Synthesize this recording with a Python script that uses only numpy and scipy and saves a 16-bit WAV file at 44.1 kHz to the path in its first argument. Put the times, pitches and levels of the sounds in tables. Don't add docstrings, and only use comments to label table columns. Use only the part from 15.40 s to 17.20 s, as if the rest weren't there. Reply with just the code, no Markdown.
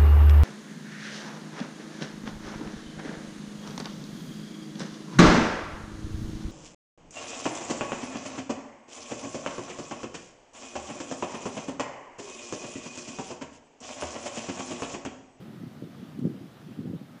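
import sys
import numpy as np
from scipy import signal
from scipy.fft import rfft, irfft
from scipy.io import wavfile
from scipy.ndimage import uniform_filter1d, map_coordinates

SR = 44100
rng = np.random.default_rng(int(sys.argv[2]) if len(sys.argv) > 2 else 0)


def put_to_file(sound):
    columns = np.atleast_2d(sound).T
    safe = np.clip(columns, -1, 1)
    whole_steps = np.round(safe * 32767)
    wavfile.write(sys.argv[1], SR, whole_steps.astype(np.int16))


N = 79380

# t/s, level/dB
WIND_STRENGTH = [(0, -45), (.11, -44), (.2, -46), (.27, -40.5), (.33, -49.5), (.40, -45.5), (.445, -41),
                 (.49, -51), (.56, -45.5), (.625, -44), (.67, -46), (.70, -45.5), (.745, -46), (.77, -42.5),
                 (.81, -40.5), (.86, -33.5), (.905, -36), (.976, -44), (1.045, -41), (1.08, -47),
                 (1.14, -51.5), (1.22, -47), (1.315, -43.5), (1.35, -48), (1.392, -38.5), (1.425, -40),
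                 (1.465, -39), (1.555, -41), (1.59, -53.5), (1.63, -45.5), (1.684, -51), (1.758, -52),
                 (1.8, -62)]
# f/Hz, relative level/dB
RUMBLE_EQ = [(20, -74), (45, -52), (65, -23.5), (90, -17.5), (130, -1.5), (175, -0.5), (230, -1.5),
             (300, -9), (400, -24.5), (600, -37), (1200, -71)]
FLUTTER_EQ = [(150, -50), (260, 10.5), (350, 9.5), (430, -6.5), (520, -10), (620, -42), (900, -62),
              (2000, -69)]
# f/Hz, relative level/dB
SURF_EQ = [(20, -72), (80, -1), (200, -6.5), (450, -0.5), (600, -1.5), (780, -3.5), (1020, -9), (1250, -6),
           (1500, -8.5), (2200, -13), (3500, -20), (8000, -45)]
STEAM_EQ = [(500, 2.5), (1500, -9), (2300, -6.5), (3000, -1.5), (3600, -2), (4500, -4.5), (5600, -7.5),
            (7000, -12.5), (10000, -19.5), (15000, -38)]
HISS_EQ = [(100, -2), (5000, 2), (10000, 3), (15000, 3)]
# t/s, level/dB
SURF_FADER = [(0, -54.5), (.18, -55), (.46, -56), (.6, -54.3), (.75, -55.5), (1.12, -56.5), (1.19, -56),
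              (1.3, -56.5), (1.58, -56.5), (1.8, -55.5)]
STEAM_FADER = [(0, -62.5), (.5, -62), (.62, -61), (.8, -62.5), (1.15, -63), (1.34, -62.5), (1.43, -64.5),
               (1.8, -64.5)]
# t/s, level/dB, centre f/Hz
WASH_CUES = [(.05, -65, 1300), (.17, -66, 1260), (.365, -63, 1280), (.55, -60.5, 1310), (.63, -66, 3080),
             (1.19, -61.5, 1190), (1.34, -66.5, 2550), (1.755, -66, 1330)]
# t/s, thump level/dB before trim, thump f/Hz, bright edge level/dB
EDDY_CUES = [(.113, -51, 150, -50), (0.237, -28, 262.4, -50), (0.269, -30, 196, -58),
             (0.424, -29, 230, -36.5), (.438, -32, 192, -41.5), (0.472, -38, 310, -44),
             (.598, -29, 167, -60), (0.63, -30.5, 236, -58), (.792, -23.5, 254, -52),
             (0.826, -24.5, 182, -51), (.844, -22, 196, -42), (.854, -13.5, 205, -31),
             (.863, -39, 234, -43.5), (.873, -19.5, 315, -42), (0.946, -34, 263, -43),
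             (1.015, -36, 296, -66), (1.392, -26.5, 242, -54), (1.4, -30, 184, -47),
             (1.457, -27.5, 182, -35.5), (1.474, -26.5, 200, -49), (1.501, -20.5, 180, -44),
             (1.514, -34, 232, -43), (1.537, -26, 266, -35.5), (1.546, -26.5, 176, -44),
             (1.561, -28, 182, -44), (1.616, -28.5, 244, -44)]
# f/Hz, relative level/dB
TICK_EQ = [(1500, -30), (4000, 6), (8000, -4), (15000, -14)]


def amp(db):
    return 10 ** (np.asarray(db) / 20)


def unit(x):
    return x / np.sqrt(np.mean(x ** 2) + 1e-20)


def curve(rows):
    return np.interp(np.arange(N) / SR, *np.transpose(rows))


def wobble(rate):
    return map_coordinates(rng.standard_normal(1024), [np.arange(N) * rate / SR], mode="mirror")


def filtered(x, response):
    return irfft(rfft(x) * response(np.fft.rfftfreq(N, 1 / SR)), N)


def coloured(x, eq):
    f, db = np.transpose(eq)
    return unit(filtered(x, lambda hz: amp(np.interp(np.log(hz + 1), np.log(f), db))))


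def turbulence(eq):
    noise = coloured(rng.standard_normal(N), eq)
    power = uniform_filter1d(uniform_filter1d(noise ** 2, size=900), size=900)
    return unit(noise / np.sqrt(np.abs(power) + 1e-6))


def rush(eq, patchy_db):
    spectrogram = signal.stft(rng.standard_normal(N), nperseg=512)[2]
    patches = uniform_filter1d(rng.standard_normal(spectrogram.shape), size=5, axis=0)
    patches = uniform_filter1d(patches, size=10, axis=1)
    textured = signal.istft(spectrogram * amp(patchy_db * unit(patches)), nperseg=512)[1][:N]
    return coloured(textured, eq)


def wind(breeze_db=-51, flutter_growth=1.45):
    strength_db = curve(WIND_STRENGTH)
    rumble = turbulence(RUMBLE_EQ) * amp(strength_db - 1 + 3.5 * wobble(60))
    flutter_db = breeze_db - 12.5 + flutter_growth * (strength_db - breeze_db)
    flutter = turbulence(FLUTTER_EQ) * amp(flutter_db + 2.5 * wobble(70.43))
    return rumble + flutter


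def surf():
    return rush(SURF_EQ, patchy_db=0.8) * amp(curve(SURF_FADER))


def steam():
    plume = rush(STEAM_EQ, patchy_db=1.43) * amp(curve(STEAM_FADER))
    hiss = rush(HISS_EQ, patchy_db=0.2) * amp(-69)
    return plume + hiss


def washes(half_width_s=0.023, skirt_db=-29):
    out, t = np.zeros(N), np.arange(N) / SR
    for at_s, db, hz in WASH_CUES:
        band = [(hz / 8, -80), (hz / 2, skirt_db), (hz, 0), (hz * 2, skirt_db), (hz * 8, -80)]
        swell = np.exp(-((t - at_s) / half_width_s) ** 2)
        out += coloured(rng.standard_normal(N), band) * amp(db) * swell
    return out


def eddies(rise_s=0.0028, fall_s=0.0057, sag_oct_per_s=80, trim_db=-1.24):
    edge_centre_hz, edge_spread_oct, edge_half_width_s = 447, 0.12, 0.0028
    out = np.zeros(N)
    for at_s, db, hz, edge_db in EDDY_CUES:
        t = np.arange(N) / SR - at_s
        slowing_time = t * (1 - np.log(2) * sag_oct_per_s * t / 2)
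        edge_hz = edge_centre_hz * 2 ** (edge_spread_oct * rng.standard_normal())
        edge = np.sin(2 * np.pi * (edge_hz * slowing_time + rng.random()))
        thump = np.sin(2 * np.pi * (hz * slowing_time + rng.random()))
        flick = np.exp(-(t / edge_half_width_s) ** 2)
        swell = np.exp(-(t / np.where(t < 0, rise_s, fall_s)) ** 2)
        out += amp(db + trim_db) * swell * thump + amp(edge_db) * flick * edge
    return signal.sosfilt(signal.butter(2, 110, "highpass", fs=SR, output="sos"), out)


def tick(at_s=0.793, db=-57.5, half_width_s=0.0031):
    t = np.arange(N) / SR - at_s
    return coloured(rng.standard_normal(N), TICK_EQ) * amp(db) * np.exp(-(t / half_width_s) ** 2)


def scene():
    return (wind() + eddies() + surf() + steam() + tick() + washes())[None]


def record(dry):
    low_cut_hz, top_hz = 65, 15330
    low_cut = lambda hz: 1 / np.sqrt(1 + (low_cut_hz / (hz + 1)) ** 4)
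    fades = signal.windows.tukey(N, 0.004)
    return filtered(dry[0] * fades, lambda hz: low_cut(hz) * (hz < top_hz))[None]


dry = scene()
out = record(dry)
put_to_file(out)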